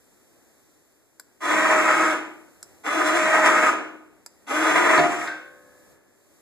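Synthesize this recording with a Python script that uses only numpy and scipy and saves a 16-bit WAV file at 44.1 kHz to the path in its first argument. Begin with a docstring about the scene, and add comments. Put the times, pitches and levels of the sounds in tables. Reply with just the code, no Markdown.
"""A winch lowers a plough blade

In a garage, over faint room noise, a switch clicks before each of three short runs of a small electric
winch. Its gear teeth whine as they meet and rattle in their housing. In the last run the steel blade
lands on the concrete and rings, then the hook on the slack cable clinks. A microphone with two sound
openings (ports) hears it all from a few metres away."""
import sys
import numpy as np
from scipy import signal
from scipy.fft import rfft, irfft, next_fast_len
from scipy.io import wavfile
from scipy.ndimage import uniform_filter1d

SR = 44100
rng = np.random.default_rng(int(sys.argv[2]) if len(sys.argv) > 2 else 0)


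def generate_wav(signal):
    """Clip the signal to [-1, 1] and save it as 16-bit WAV at the path in sys.argv[1]."""
    frames = np.transpose(np.atleast_2d(signal))
    scaled = np.clip(frames, -1, 1) * 32767
    pcm = np.round(scaled).astype(np.int16)
    wavfile.write(sys.argv[1], SR, pcm)


N = 282681
TIME = np.arange(N) / SR
FFT_SIZE = next_fast_len(N + 3 * SR // 2, real=True)  # spare length for echoes
FREQ = np.arange(FFT_SIZE // 2 + 1) * SR / FFT_SIZE
PORT_LAG_S = 15 / SR  # time sound takes from one port to the other


def gain(db):
    """Turn decibels into a number to multiply by."""
    return 10 ** (np.asarray(db) / 20)


def unit(x):
    """Scale a signal to an average power of 1."""
    return x / np.sqrt(np.mean(x ** 2))


def curve(points):
    """Join (Hz, value) points into a curve over all frequencies, on a log scale."""
    hz, value = np.transpose(points)
    return np.interp(np.log(FREQ + 1), np.log(hz), value)


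def filtered(x, response):
    """Filter a signal with one gain for each frequency."""
    return irfft(rfft(x, FFT_SIZE) * response, FFT_SIZE)[..., :N]


def resonances(rows):
    """A filter with a peak for each (Hz, width Hz, dB) row, alternating in sign."""
    return sum((-1) ** k * gain(db) * 1j * FREQ * width / (hz ** 2 - FREQ ** 2 + 1j * FREQ * width)
               for k, (hz, width, db) in enumerate(rows))


def lows(split_hz):
    """A steep curve: 1 below the split, 0 above it."""
    return 1 / (1 + (FREQ / split_hz) ** 10)


def fade(age, fade_s):
    """Die away by 60 dB in fade_s seconds, as all fade times here do."""
    return np.exp(-np.log(1000) * age / fade_s)


def drift(rate_hz):
    """Smooth random wandering, about 1 in size."""
    step = max(int(SR / rate_hz), 1)
    stairs = np.repeat(rng.standard_normal(N)[:N // step + 1], step)
    return unit(uniform_filter1d(stairs, step)[:N])


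def blows(hits, contact_s):
    """A short, rough push for each (s, dB) hit."""
    push = np.zeros(N)
    for start, db in hits:
        age = TIME[:N - int(start * SR)]
        scrape = rng.standard_normal(N)[:len(age)] * np.exp(-age / contact_s)
        push[-len(age):] += gain(db) * scrape
    return push


def ring(hits, tones):
    """Each (s, dB) hit sets an object's own (Hz, dB, fade s) tones ringing."""
    out = np.zeros(N)
    for start, db in hits:
        age = TIME[:N - int(start * SR)]
        attack = 1 - np.exp(-age / 0.002)
        for hz, tone_db, fade_s in tones:
            wave = np.sin(2 * np.pi * (hz * age + rng.random()))
            out[-len(age):] += gain(db + tone_db) * wave * fade(age, fade_s) * attack
    return out


def surrounding_noise(port_match=0.93):
    """Noise from all sides, as the ports' sum and difference; they hear nearly the same bass."""
    likeness = port_match * np.sinc(2 * FREQ * PORT_LAG_S)
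    return filtered(rng.standard_normal((2, N)), np.sqrt([1 + likeness, 1 - likeness]) / np.sqrt(2))


def room_noise():
    """A soft rumble and hiss from all around, slowly rising and falling."""
    # tone colour of the noise: (frequency [Hz], relative level [dB])
    spectrum = [(25, -25.5), (70, -10), (160, -10), (310, 0), (600, -4), (1000, -10.5), (1900, -11),
                (2800, -19), (4500, -20.5), (7500, -14.5), (10000, -19), (13000, -18.5)]
    # its loudness: (time [s], rumble [dB], hiss [dB])
    levels = [(.65, -65, -65), (1.1, -69, -69), (2.7, -60.5, -62.5), (4.1, -64.5, -70), (4.45, -63, -66),
              (5.5, -62, -65.5), (5.92, -60.5, -62), (6.0, -65.5, -71), (6.4, -65.5, -64)]
    times, *columns = np.transpose(levels)
    rumble_db, hiss_db = [np.interp(TIME, times, column) for column in columns]
    colour, below = gain(curve(spectrum)), lows(3000)
    rumble = unit(filtered(surrounding_noise(), colour * np.sqrt(below)))
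    rumble *= gain(rumble_db + 0.64 * drift(8.3))
    hiss = unit(filtered(surrounding_noise(), colour * np.sqrt(1 - below)))
    return rumble + hiss * gain(hiss_db)


def switch(room):
    """A plastic button snaps close to the microphone."""
    # presses: (time [s], level [dB])
    clicks = [(1.1972, -31), (2.6282, -28.5), (4.2618, -28.5)]
    # resonances of the switch body: (frequency [Hz], width [Hz], level [dB])
    body = [(444, 400, -11.5), (1475, 370, -1.5), (5020, 290, 3), (7730, 1000, -1), (9700, 1400, -8),
            (12800, 2600, -11.5)]
    snap = filtered(blows(clicks, contact_s=0.0018), resonances(body))
    return in_garage(snap, room, direct_db=9.5, early_db=4.5, late_db=-7)


def late_echoes():
    """Echoes off concrete and shelves build up quickly; the low notes last longest."""
    # how long the garage echoes: (frequency [Hz], fade time [s])
    bands = [(150, 0.81), (320, 0.83), (700, 0.65), (1500, 0.61), (3000, 0.58), (7000, 0.5), (13000, 0.31)]
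    noise = surrounding_noise()
    tail = 0
    for centre_hz, fade_s in bands:
        band = curve([(hz, hz == centre_hz) for hz, _ in bands])
        tail += filtered(noise, band) * fade(TIME, fade_s)
    return tail * (1 - np.exp(-TIME / 0.02))


def garage():
    """(Early, late) echo filters for two nearby spots; early echoes come off the floor and the cart."""
    spots = [(surrounding_noise() * fade(TIME, 0.067), late_echoes()) for _ in range(2)]
    return [[rfft(echo / np.linalg.norm(echo), FFT_SIZE) for echo in spot] for spot in spots]


def in_garage(x, room, direct_db, early_db, late_db, sway_hz=0.5967):
    """Sound from straight ahead, plus echoes that change as the hand-held microphone sways."""
    sway = 2 * np.pi * sway_hz * TIME
    echoes = sum(filtered(x * share, gain(early_db) * early + gain(late_db) * late)
                 for share, (early, late) in zip([np.cos(sway), np.sin(sway)], room))
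    return echoes + gain(direct_db) * np.array([x, 0 * x])


def motor(grip_s=0.017, release_s=0.03, spin_up_s=0.035, coast_s=0.2):
    """The motor's turning force comes and goes quickly, while the gears coast on."""
    # runs: (on [s], off [s], level [dB], drum's time to gain speed [s], level drop [dB/s])
    runs = [(1.402, 2.121, -19.5, 0.052, 6), (2.830, 3.686, -21, 0.11, 2), (4.463, 5.256, -20.5, .035, 2)]
    force, speed, level_db, drum_lag = np.zeros((4, N))
    for on, off, db, take_up_s, drop in runs:
        held, released = np.maximum(TIME - on, 0), np.maximum(TIME - off, 0)
        force += (1 - np.exp(-held / grip_s)) * np.exp(-released / release_s)
        speed += (1 - np.exp(-held / spin_up_s)) * np.exp(-released / coast_s)
        level_db = np.where(TIME >= on, db - drop * (held - released), level_db)
        drum_lag = np.where(TIME >= on, np.exp(-held / take_up_s), drum_lag)  # 0 at full speed
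    return force, np.minimum(speed, 1), level_db, drum_lag


def winch_levels(level_db, drum_lag, grounded_s=4.99, unload_s=0.079):
    """Rattle and hiss grow with speed, surge at times, and drop once the floor carries the blade."""
    # the gears briefly rasp harder: (time [s], rattle rise [dB], hiss rise [dB])
    surges = [(2.878, 4.5, 2.5), (2.934, 1.5, 2), (3.072, 3, 7), (3.171, 4.5, 5.5), (3.463, 2, 5),
              (4.797, 1, 1.5)]
    slack = np.clip((TIME - grounded_s) / unload_s, 0, 1)
    rattle_db = level_db - 10.5 * drum_lag - 13.5 * slack
    hiss_db = level_db - 12 - 10 * drum_lag - 8 * slack
    for peak_s, rattle_rise_db, hiss_rise_db in surges:
        surge = np.exp(-((TIME - peak_s) / 0.018) ** 2)
        rattle_db += rattle_rise_db * surge
        hiss_db += hiss_rise_db * surge
    return rattle_db, hiss_db


def gear_whine(tooth_phase, flutter_db=2, phase_drift=0.46):
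    """Teeth meeting in turn make a stack of tones; wear makes each tone waver."""
    # tones of the whine: (multiple of the tooth rate, relative level [dB])
    tones = [(.5, -29.5), (1, 0.5), (2, 0.5), (3, -18), (4, -4.5), (5, -5), (6, -8), (7, -8), (8, -11.5)]
    whine = 0
    for multiple, db in tones:
        strength = gain(db + flutter_db * drift(22))
        phase = multiple * tooth_phase + 2 * np.pi * rng.random() + phase_drift * drift(14)
        whine += strength * np.sin(phase)
    return unit(whine)


def rattle_and_hiss(tooth_phase, rattle_db, hiss_db, taps_per_s=5000, scatter_db=3, flutter_db=2.1):
    """Loose gear teeth tap and ring the housing; the motor's sliding contacts (brushes) hiss."""
    # tone colour of the rattle and hiss: (frequency [Hz], relative level [dB])
    spectrum = [(30, -53.5), (100, -40.5), (170, -18.5), (310, -7), (450, -7), (750, -1.5), (1400, -2),
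                (2200, -4.5), (3100, -15), (4500, -28.5), (6200, -21), (7600, -22), (10000, -30),
                (13000, -38)]
    # resonances of the housing and its bracket: (frequency [Hz], width [Hz], relative level [dB])
    body = [(293.8, 22, -0.5), (350.2, 16.6, 8), (697, 79, -12.5), (778, 5.7, 3.5), (937, 25, -13.5),
            (1038, 8.4, -4.5), (1245, 50, 2), (1310, 16, 9), (1442, 86, -0.5), (1546, 43, 6),
            (1706, 20, -9.5), (1860, 17, -1.5), (2120, 13, -11), (2298, 15, 4.5), (3500, 68, -28)]
    taps = (rng.random(N) < taps_per_s / SR) * rng.standard_normal(N)
    taps *= gain(scatter_db * rng.standard_normal(N))
    taps *= 1 + 0.06 * np.cos(tooth_phase)  # a little stronger once per tooth
    taps *= gain(flutter_db * drift(40))
    colour, below = gain(curve(spectrum)), lows(2910)
    teeth = gain(-1.41) * unit(filtered(taps, colour * np.sqrt(below)))
    housing = gain(-4) * unit(filtered(taps, resonances(body)))
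    brushes = unit(filtered(taps + rng.standard_normal(N) / 2, colour * np.sqrt(1 - below)))
    return gain(rattle_db) * (teeth + housing) + gain(hiss_db) * brushes


def winch(room, tooth_hz=313.8, pulse_hz=13.7, pulse_db=2, throb_hz=21, throb_db=1):
    """The motor turns the cable drum through gears that whine and rattle."""
    force, speed, level_db, drum_lag = motor()
    rattle_db, hiss_db = winch_levels(level_db, drum_lag)
    # the drum loads the gears unevenly, so the pitch wanders
    wander = 1 + 0.00342 * drift(11) + 0.01702 * drift(260)
    tooth_phase = 2 * np.pi * np.cumsum(tooth_hz * np.sqrt(speed) * wander) / SR
    # the teeth only sing at speed and with weight on the cable
    load = np.tanh(gain(rattle_db + 26)) ** 2
    whine = force * speed ** 4 * load * gear_whine(tooth_phase)
    whine *= gain(pulse_db * np.cos(tooth_phase * pulse_hz / tooth_hz))  # from an off-centre gear
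    throb = throb_db * np.cos(tooth_phase * throb_hz / tooth_hz)  # from a slower pair of gears
    clatter = force * rattle_and_hiss(tooth_phase, rattle_db + throb, hiss_db)
    return (in_garage(clatter, room, direct_db=-6, early_db=-1.02, late_db=-6)
            + in_garage(whine, room, direct_db=-24.5, early_db=-33.5, late_db=-32.5))


def blade(room):
    """The steel edge crunches on the concrete and the blade booms."""
    # the blade hits the floor: (time [s], level [dB])
    landings = [(4.885, -35.5), (4.977, -20.5), (4.992, -19.5), (5.035, -25), (5.096, -36)]
    # ringing tones of the blade: (frequency [Hz], level [dB], fade time [s])
    tones = [(129, -20.5, 0.41), (156.3, -7.5, 0.26), (262, 1, 0.084), (308, 0.5, 0.29), (353, 0.5, 0.23),
             (379.4, -5.5, 0.42), (382.8, -32.5, 3.46), (505, -35.5, 3.6), (573, -36, 4.1), (701, -2, 0.55),
             (785, -5.5, 0.71), (1083, -35.5, 2.6), (1260, -35, 2.9), (1424, -7, 0.22), (1653, -40.5, 2.9),
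             (1723, -40.5, 3)]
    crunch_colour = resonances([(333, 190, 3.5), (1500, 1900, 6.5), (3780, 3400, 2.0)]) ** 2
    crunch = filtered(blows(landings, contact_s=0.0097), crunch_colour)
    boom = filtered(ring(landings, tones) + crunch, 1 - lows(138))  # the boom carries no deep bass
    return in_garage(boom, room, direct_db=-1.4, early_db=-6.5, late_db=-12.5)


def hook(room):
    """On the slack cable, the hook drops against its eye and clinks."""
    # hits of the hook: (time [s], level [dB])
    clinks = [(5.274, -28.5), (5.312, -35.5)]
    # ringing tones of hook and bracket: (frequency [Hz], level [dB], fade time [s])
    tones = [(698, -16.5, 1), (1276, -11.5, 0.32), (1502, -1, 0.71), (1565, 0, 0.53), (2000, -26, 0.36),
             (2650, -12, .35), (3830, -29, 0.36)]
    tick = filtered(blows(clinks, contact_s=0.021), resonances([(1720, 1400, 7.4)]) ** 2)
    return in_garage(ring(clinks, tones) + tick, room, direct_db=-5, early_db=-11.5, late_db=-10)


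def scene():
    """All the sounds at the microphone's left and right ports."""
    room = garage()
    mid, side = winch(room) + switch(room) + blade(room) + hook(room) + room_noise()
    return np.array([mid + side, mid - side])


def record(dry, top_hz=14000):
    """Each channel is one port minus the delayed other port, evened out, with the highest treble cut."""
    # in the treble only part of the other port is taken away
    depth = curve([(3200, 1), (5500, 0.32), (9000, 0.4), (13000, 0.36)])
    other_port = depth * np.exp(-2j * np.pi * FREQ * PORT_LAG_S)
    difference = dry - filtered(dry[::-1], other_port)
    # give back what sound from all sides loses in the subtraction
    power = 1 + depth ** 2 - 2 * np.sinc(2 * FREQ * PORT_LAG_S) * other_port.real
    even = filtered(difference, -1j / np.sqrt(power + 0.002))
    # the left is fuller in the low mids: (frequency [Hz], left minus right [dB])
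    lean_db = curve([(80, 0.5), (200, 0.5), (320, 4.0), (650, -1.1), (1300, -0.05), (2300, 1.44),
                     (4000, -0.45)])
    stereo = filtered(even, gain(np.array([lean_db, -lean_db]) / 2))
    treble_cut = signal.ellip(10, 0.2, 80, top_hz, fs=SR, output="sos")
    return signal.sosfilt(treble_cut, stereo)


dry = scene()
out = record(dry)
generate_wav(out)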